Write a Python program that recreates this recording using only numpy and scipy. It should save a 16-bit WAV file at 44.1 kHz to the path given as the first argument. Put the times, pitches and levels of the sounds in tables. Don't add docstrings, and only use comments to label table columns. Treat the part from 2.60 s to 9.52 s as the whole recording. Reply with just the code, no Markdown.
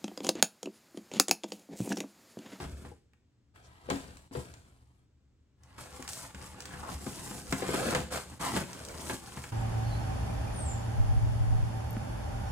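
import sys
import numpy as np
from scipy import signal
from scipy.fft import rfft, irfft, next_fast_len
from scipy.io import wavfile
from scipy.ndimage import uniform_filter1d, map_coordinates

SR = 44100
rng = np.random.default_rng(int(sys.argv[2]) if len(sys.argv) > 2 else 0)


def store_wav(level_fs):
    pcm = np.round(np.clip(np.atleast_2d(level_fs), -1, 1) * 32767)
    wavfile.write(sys.argv[1], SR, pcm.T.astype(np.int16))


N = 305172
TOP_HZ = 16300


def amp(db):
    return 10 ** (np.asarray(db) / 20)


def unit(x):
    return x / np.sqrt(np.mean(x ** 2) + 1e-20)


def along(points, hz):
    point_hz, values = np.transpose(points)
    return np.interp(np.log(hz + 1), np.log(point_hz + 1), values)


def wobble(rate):
    knots = 2 * np.tanh(rng.standard_normal(int(N * rate / SR) + 4) / 2)
    return map_coordinates(knots, [np.arange(N) * rate / SR])


def filtered(x, response):
    size = x.shape[-1]
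    padded = next_fast_len(size + 8192)
    return irfft(rfft(x, padded) * response(np.fft.rfftfreq(padded, 1 / SR)), padded)[..., :size]


def add(track, s, sound):
    start = max(round(s * SR), 0)
    part = sound[..., :max(N - start, 0)]
    track[:, start:start + part.shape[-1]] += part


# centre in Hz, width in Hz, lift in dB when ring is 1.
PANEL_RESONANCES = [(179.7, 18, 11.5), (348, 40, 4.5), (500.6, 20, 8), (704, 48, 4.5), (860, 45, 4),
                    (1035, 23, 2.5), (1623, 62, 2.5)]
def coloured(x, spectrum, ring=0, size=4096):
    hz = np.fft.rfftfreq(size, 1 / SR)
    peaks_db = sum(db / (1 + (2 * (hz - centre) / width) ** 2) for centre, width, db in PANEL_RESONANCES)
    cepstrum = irfft(np.log(amp(along(spectrum, hz) + ring * peaks_db)))
    cepstrum[1:size // 2] *= 2
    cepstrum[size // 2 + 1:] = 0
    response = irfft(np.exp(rfft(cepstrum)))
    return signal.fftconvolve(x, response[None], axes=1)[:, :x.shape[1]]


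# frequency in Hz, left-right correlation.
STEREO_LIKENESS = [(130, 0.94), (290, 0.77), (640, 0.48), (3000, 0.53), (5500, 0.15), (7500, 0.87),
                   (15000, 0.86)]
# frequency in Hz, share of the left-right delay that applies there.
STEREO_LAG_SHARE = [(100, .3), (500, 1), (5200, 1), (7000, 0)]
def spread(pair, lag_ms=0.072):
    def blend(hz):
        angle = np.arccos(np.clip(along(STEREO_LIKENESS, hz), 0, 1)) / 2
        return np.array([np.cos(angle), np.sin(angle)])

    def delay(hz):
        lag_s = along(STEREO_LAG_SHARE, hz) * lag_ms / 1000
        return np.exp(1j * np.pi * hz * lag_s * np.array([[-1], [1]]))

    mid, side = filtered(pair, blend)
    return filtered(np.array([mid + side, mid - side]), delay)


def placed(pair, aside_from_s=0.796, aside_until_s=2.9):
    t = np.arange(N) / SR
    aside = uniform_filter1d(1. * ((t > aside_from_s) & (t < aside_until_s)), SR // 20)
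    from_left = spread(pair * aside, lag_ms=-0.28) * amp([[.8], [-.4]])
    return from_left + spread(pair * (1 - aside), lag_ms=0.077)


def noise(spectrum):
    return unit(spread(coloured(rng.standard_normal((2, N)), spectrum)))


# frequency in Hz, relative density in dB.
ROOM_TONE_SPECTRUM = [(15, -41), (35, -8), (277, -7.5), (677, -24.5), (7920, -35.5), (10400, -56)]
def room_tone():
    return amp(-73.0) * noise(ROOM_TONE_SPECTRUM)


# frequency in Hz, seconds to fall 60 dB.
WALL_T60 = [(100, 0.134), (300, 0.58), (1000, 0.27), (4000, 0.6), (12000, 0.37)]
def room_echo(x):
    hz, t, bands = signal.stft(rng.standard_normal((2, SR * 3 // 4)), SR, nperseg=256)
    tail = signal.istft(bands * amp(-60 * t / along(WALL_T60, hz)[:, None]), SR, nperseg=256)[1]
    tail = np.pad(tail / np.linalg.norm(tail[0]), ((0, 0), (SR // 250, 0)))
    return spread(signal.fftconvolve(x.mean(0)[None], tail, axes=1)[:, :N])


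# frequency in Hz, relative density in dB.
RUMBLE_SPECTRUM = [(24, -47), (38, -3.5), (58, -8), (73, 7), (92, -5), (125, 0.5), (220, -62.5)]
# start in seconds, level in dB.
TABLE_THUMPS = [(0.06, -34.5), (0.127, -32.5), (1.306, -36), (1.772, -37), (3.753, -39), (4.345, -30),
                (4.895, -34), (5.42, -35.5), (6.777, -39)]
def table_top(flex_gain, mode_hz=71.9, t60=0.25, rise_s=0.0051):
    track = amp(-28.0) * (flex_gain + amp(-85.0)) ** 0.48 * noise(RUMBLE_SPECTRUM)
    t = np.arange(SR // 2) / SR
    boom = np.sin(2 * np.pi * mode_hz * t) * amp(-60 * t / t60) * (1 - np.exp(-t / rise_s))
    for s, db in TABLE_THUMPS:
        add(track, s, amp(db) * boom)
    return track


def burst(spectrum, t60, linger_db, linger_t60, ring=0):
    t = np.arange(SR // 3) / SR
    fade = amp(-60 * t / t60) + amp(linger_db - 60 * t / linger_t60)
    sound = coloured(rng.standard_normal((2, len(t))) * fade, spectrum, ring)
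    return sound / np.sqrt(np.mean(sound[:, :SR // 250] ** 2))


# frequency in Hz, relative density in dB.
TICK_SPECTRUM = [(900, -43), (2000, -3), (5000, 12.5), (8500, 11), (11000, -8.5), (16000, -5)]
CRACK_SPECTRUM = [(300, -10), (900, 6), (1700, 6.5), (3200, 0.5), (6500, -23)]
# start in seconds, tick level in dB, crack over the tick in dB.
CREASE_SNAPS = [(0.534, -76, 11), (0.96, -69, 14.5), (1.3012, -36, -4), (1.57, -54.5, -2.5),
                (1.939, -54, 0.5), (3.035, -58.5, -7), (3.4245, -43.5, -4), (3.4775, -38.5, -5),
                (3.49, -39, -6.5), (3.5328, -38.5, -12), (3.747, -51.5, 6.5), (4.0045, -41, -6.5),
                (4.022, -48, -4), (4.055, -42.5, -3), (4.675, -51.5, 4), (4.9253, -33, 2.5),
                (5.3491, -33, 1), (6.131, -44, -1), (6.25, -42, -15), (6.286, -43, -9),
                (6.499, -47.5, 10.5), (6.8394, -50.5, 10)]
def snaps(paper_gain, buckles_per_s=20, push_limit_db=-52):
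    track = np.zeros((2, N))
    for s, db, crack_db in CREASE_SNAPS:
        tick = burst(TICK_SPECTRUM, t60=.014, linger_db=-16, linger_t60=.12)
        crack = burst(CRACK_SPECTRUM, t60=.03, linger_db=-13, linger_t60=.12)
        add(track, s, amp(db) * (tick + amp(crack_db) * crack))
    push = np.minimum(paper_gain, amp(push_limit_db))
    gives_way = rng.random(N) < buckles_per_s / SR
    buckles = gives_way * push * amp(-2.5 + 6 * rng.random(N))
    tick, crack = (burst(spectrum, t60=0.0083, linger_db=-25.0, linger_t60=0.1)
                   for spectrum in (TICK_SPECTRUM, CRACK_SPECTRUM))
    small_snaps = signal.fftconvolve(buckles[None], tick + crack / 2, axes=1)[:, :N]
    return placed(track + small_snaps)


def crinkles(rate, pitch_hz, octaves, cycles, size_db):
    count = int(rate * N / SR)
    when, pitch, size, side = rng.random((count, 4)).T[:, :, None]
    hz = np.minimum(pitch_hz * 2 ** (octaves * (2 * pitch - 1)), TOP_HZ)
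    step = np.arange(SR // 150)
    turns = hz * step / SR
    strength = amp(-size_db * np.log(np.maximum(size, .02)))
    grains = strength * np.sin(2 * np.pi * turns) * np.exp(-turns / cycles)
    where = ((when * N).astype(int) + step).ravel()
    shares = np.cos(2 * np.pi * side), np.sin(2 * np.pi * side)
    return unit(np.array([np.bincount(where, (grains * share).ravel(), N)[:N] for share in shares]))


def crumpling(gain, flurry_db=-13.5, settle_s=.022):
    t = np.arange(N) / SR
    flurries = sum((t > s) * amp(db + flurry_db) * np.exp(-np.abs(t - s) / settle_s)
                   for s, db, _ in CREASE_SNAPS)
    folds = crinkles(rate=400, pitch_hz=3000, octaves=1.5, cycles=5.5, size_db=3.8)
    clumps = amp(3.3 * wobble(30))
    return np.hypot(amp(-8.5) * gain, flurries) * unit(folds * clumps)


def slips(rate, size_db, smooth, clump_db, clump_rate):
    jolts = (rng.random(N) < rate / SR) * amp(size_db * np.minimum(rng.exponential(size=N), 4))
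    rub = unit(jolts * rng.standard_normal((2, N))) + smooth * rng.standard_normal((2, N))
    return rub * amp(clump_db * wobble(clump_rate))


def box_echoes(x, depth, longest_s, rate, count=6):
    delays = (rng.uniform(.15, 1, count) * longest_s * SR).astype(int)
    return unit(x + sum(depth * wobble(rate) * np.roll(x, delay, axis=1) for delay in delays))


# frequency in Hz, relative density in dB.
HISS_SPECTRUM = [(1760, -33.5), (3000, -13), (5140, 1), (8280, 3.5), (9870, 0.5), (11800, -7),
                 (15100, -9.5), (16000, -28.5)]
def paper_hiss(slipping):
    rub = box_echoes(coloured(slipping, HISS_SPECTRUM), depth=0.2, longest_s=.003, rate=12)
    facets = crinkles(rate=900, pitch_hz=5790, octaves=1.1, cycles=1.9, size_db=3.5)
    clumps = amp(3.2 * wobble(25))
    return unit(rub + 0.28 * facets * clumps)


# time of the peak in seconds, length in seconds,
# pitch at the peak in Hz, glide in octaves per second, peak level in dB.
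CARD_SLIDES = [(1.05, 0.044, 5650, 2, -64), (3.2, .035, 1210, -4.5, -48), (4.144, .08, 1540, -2, -50),
               (4.275, 0.14, 980, -2, -42.5), (5.22, 0.23, 520, 0.5, -38), (5.331, 0.26, 190, -0.5, -39),
               (5.839, .05, 1110, -6.5, -36), (5.98, .13, 194, -1, -39), (6.33, .36, 498, -0.5, -50)]
def slides():
    track = np.zeros((2, N))
    for s, length, hz, glide, db in CARD_SLIDES:
        t = np.arange(-length, length, 1 / SR)
        rub = slips(rate=630, size_db=2.5, smooth=0.79, clump_db=3.0, clump_rate=59.4)[:, :SR]
        note = unit(filtered(rub, lambda f: 1 / (1 + (2.83 * (f - hz) / hz) ** 2)))
        clock = np.cumsum(2 ** (glide * t))
        gliding = np.array([np.interp(clock, np.arange(SR), channel) for channel in note])
        add(track, s - length, amp(db) * np.exp(-(2 * t / length) ** 2) * gliding)
    return track


# start, rise and hold in seconds, scrape level in dB,
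# panel flex and paper hiss in dB over the scrape.
HAND_STROKES = [ (0.0, 0.00034, 0.051, -47.5, 2.5, -9.5), (0.048, 0.029, 0.21, -60.5, 8.5, -4.5),
                (0.938, 0.02, 0.37, -63, -5.5, -12.5), (1.221, 0.14, 0.011, -51.5, 3, -12),
                (1.714, 0.028, 0.065, -52.5, 2, -3.5), (2.967, 0.23, 0.075, -59.5, -3, -12),
                (3.178, 0.006, 0.035, -49, -4, -3), (3.222, 0.12, 0.35, -52.5, -5, -5),
                (3.473, 0.018, 0.12, -57, -5, 10.5), (3.708, 0.13, 0.039, -52.5, -0.5, -3),
                (3.88, 0.055, 0.21, -55, 0.5, -8), (4.077, 0.054, 0.15, -51.5, 1.5, -5.5),
                (4.269, 0.044, 0.03, -46.5, 0.5, -3.5), (4.336, 0.16, 0.3, -51, 3.5, 2.5),
                (4.804, 0.11, 0.091, -51, 5, 2.5), (4.95, 0.2, 0.17, -36.5, -1.5, -6.5),
                (5.3, 0.053, 0.034, -37, -2.5, -8), (5.502, 0.021, 0.047, -37.5, -8.5, -5),
                (5.638, 0.073, 0.028, -53.5, 3, -4), (5.792, 0.026, 0.072, -37, -3.5, -6),
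                (5.891, 0.068, 0.02, -36, 0.5, -4.5), (6.024, 0.091, 0.41, -50.5, -1, -4.5),
                (6.295, 0.22, 0.031, -49.5, 5.5, 4.5), (6.6, 0.029, 0.26, -53, -1, -2), ]
# start and length in seconds, scrape level in dB, fade in dB per second.
BOX_SKIDS = [(1.299, 0.38, -45, 66.5), (1.753, .7, -54.5, 42.2)]
def effort(release_db_per_s=227, skid_flex_db=1.5, skid_paper_db=-7):
    t, power = np.arange(N) / SR, np.zeros((3, N))
    for s, rise, hold, db, flex_db, paper_db in HAND_STROKES:
        age = np.maximum(t - s, 0)
        fall_db = release_db_per_s * np.clip(age - rise - hold, 0, 1)
        stroke = np.minimum(age / rise, 1) * amp(db - fall_db)
        power += np.outer(amp([0, flex_db, paper_db]), stroke) ** 2
    for s, length, db, fade in BOX_SKIDS:
        skid = (t > s) * (t < s + length) * amp(db - fade * np.abs(t - s))
        power += np.outer(amp([0, skid_flex_db, skid_paper_db]), skid) ** 2
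    return np.sqrt(power)


# frequency in Hz, relative density in dB.
FLEX_SPECTRUM = [(60, -51.5), (125, 1.5), (270, -1), (430, -8), (600, -31.5), (1200, -59.5)]
SCRAPE_SPECTRUM = [(200, -43), (400, -16), (520, -6), (950, -4), (2100, -11.5), (4800, -20), (9000, -82.5)]
def handling(scrape_gain, flex_gain, paper_gain):
    coarse = slips(rate=800, size_db=-0.5, smooth=0.97, clump_db=1.87, clump_rate=55)
    fine = slips(rate=1800, size_db=1.5, smooth=1.0, clump_db=2.5, clump_rate=69)
    flex = flex_gain * unit(coloured(coarse, FLEX_SPECTRUM, ring=0.91))
    card = coloured(coarse + 0.61 * fine, SCRAPE_SPECTRUM, ring=0.6)
    scrape = scrape_gain * box_echoes(card, depth=0.3, longest_s=.005, rate=10)
    paper = paper_gain * paper_hiss(fine + 0.4 * coarse)
    return placed(flex + scrape + paper + slides() + crumpling(np.sqrt(scrape_gain * paper_gain)))


# frequency in Hz, relative level in dB, seconds to fall 60 dB.
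BOX_MODES = [(138, 8.5, 0.1), (193.8, 1, 0.19), (271, 3.5, 0.13), (360, 7, 0.087), (429.7, -3.5, 0.2),
             (493.7, 9, 0.097), (810, 11, 0.075)]
# start in seconds, thud level in dB, pitch in Hz, clap level in dB.
BOX_KNOCKS = [(0.002, -42, 328, -44.5), (0.249, -54, 463, -50), (0.315, -51, 550, -66),
              (1.288, -39, 475, -47.5), (1.302, -35, 700, -31.5), (1.313, -30, 245, -58),
              (1.345, -37, 260, -62), (1.711, -48.5, 260, -57), (1.7506, -35.5, 486, -43.5),
              (1.767, -38.5, 109, -68), (1.772, -39.5, 332, -60), (1.797, -42.5, 270, -62.5),
              (3.394, -44, 260, -52), (3.745, -49, 187, -54), (4.464, -36.5, 235, -44),
              (4.71, -42, 206, -46), (4.924, -30.5, 224, -31.5), (5.021, -32.5, 430, -36.5),
              (5.088, -33, 400, -46), (5.14, -34.5, 292, -34), (5.327, -40.5, 597, -41),
              (5.348, -48, 686, -27), (5.836, -41, 410, -42), (5.962, -37, 316, -31.5),
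              (6.496, -40, 340, -33), (6.771, -41, 174, -42.5)]
def knocks():
    thuds, claps, t = np.zeros((2, N)), np.zeros((2, N)), np.arange(SR // 3) / SR
    hz, level, t60 = np.transpose(BOX_MODES)[:, :, None]
    for s, thud_db, pitch_hz, clap_db in BOX_KNOCKS:
        contact = [(pitch_hz / 3, -17), (pitch_hz, 0), (pitch_hz * 3, -26), (TOP_HZ, -90)]  # (Hz, dB)
        strength, detune, phase = rng.standard_normal((3, len(BOX_MODES), 1))
        fade = amp(level + along(contact, hz) + 2 * strength - 60 * t / t60)
        modes = np.sin(2 * np.pi * (hz * (1 + 0.027 * detune) * t + phase))
        ring = np.sum(fade * modes, 0) * (1 - np.exp(-2 * t * pitch_hz))
        ring /= np.std(ring[:SR // 50])
        jolt = burst(contact, t60=0.11, linger_db=-22.0, linger_t60=.2)
        jolt /= np.std(jolt[:, :SR // 50])
        add(thuds, s, amp(thud_db) * (ring * np.array([[1], [.6]]) + .33 * jolt))
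        clap = burst(SCRAPE_SPECTRUM, t60=0.12, linger_db=-11.0, linger_t60=0.081, ring=1.0)
        add(claps, s, amp(clap_db) * clap)
    return placed(thuds), placed(claps)


def scene():
    scrape_gain, flex_gain, paper_gain = effort()
    rubbing = handling(scrape_gain, flex_gain, paper_gain)
    thuds, claps = knocks()
    ticks = snaps(paper_gain)
    echo = room_echo(amp(-8.5) * rubbing + amp(-13.0) * thuds + amp(-6.5) * claps + amp(-4.0) * ticks)
    return rubbing + thuds + claps + ticks + echo + table_top(flex_gain) + room_tone()


def record(dry):
    return filtered(dry, lambda hz: amp([[.35], [-.35]]) * (hz < TOP_HZ))


dry = scene()
out = record(dry)
store_wav(out)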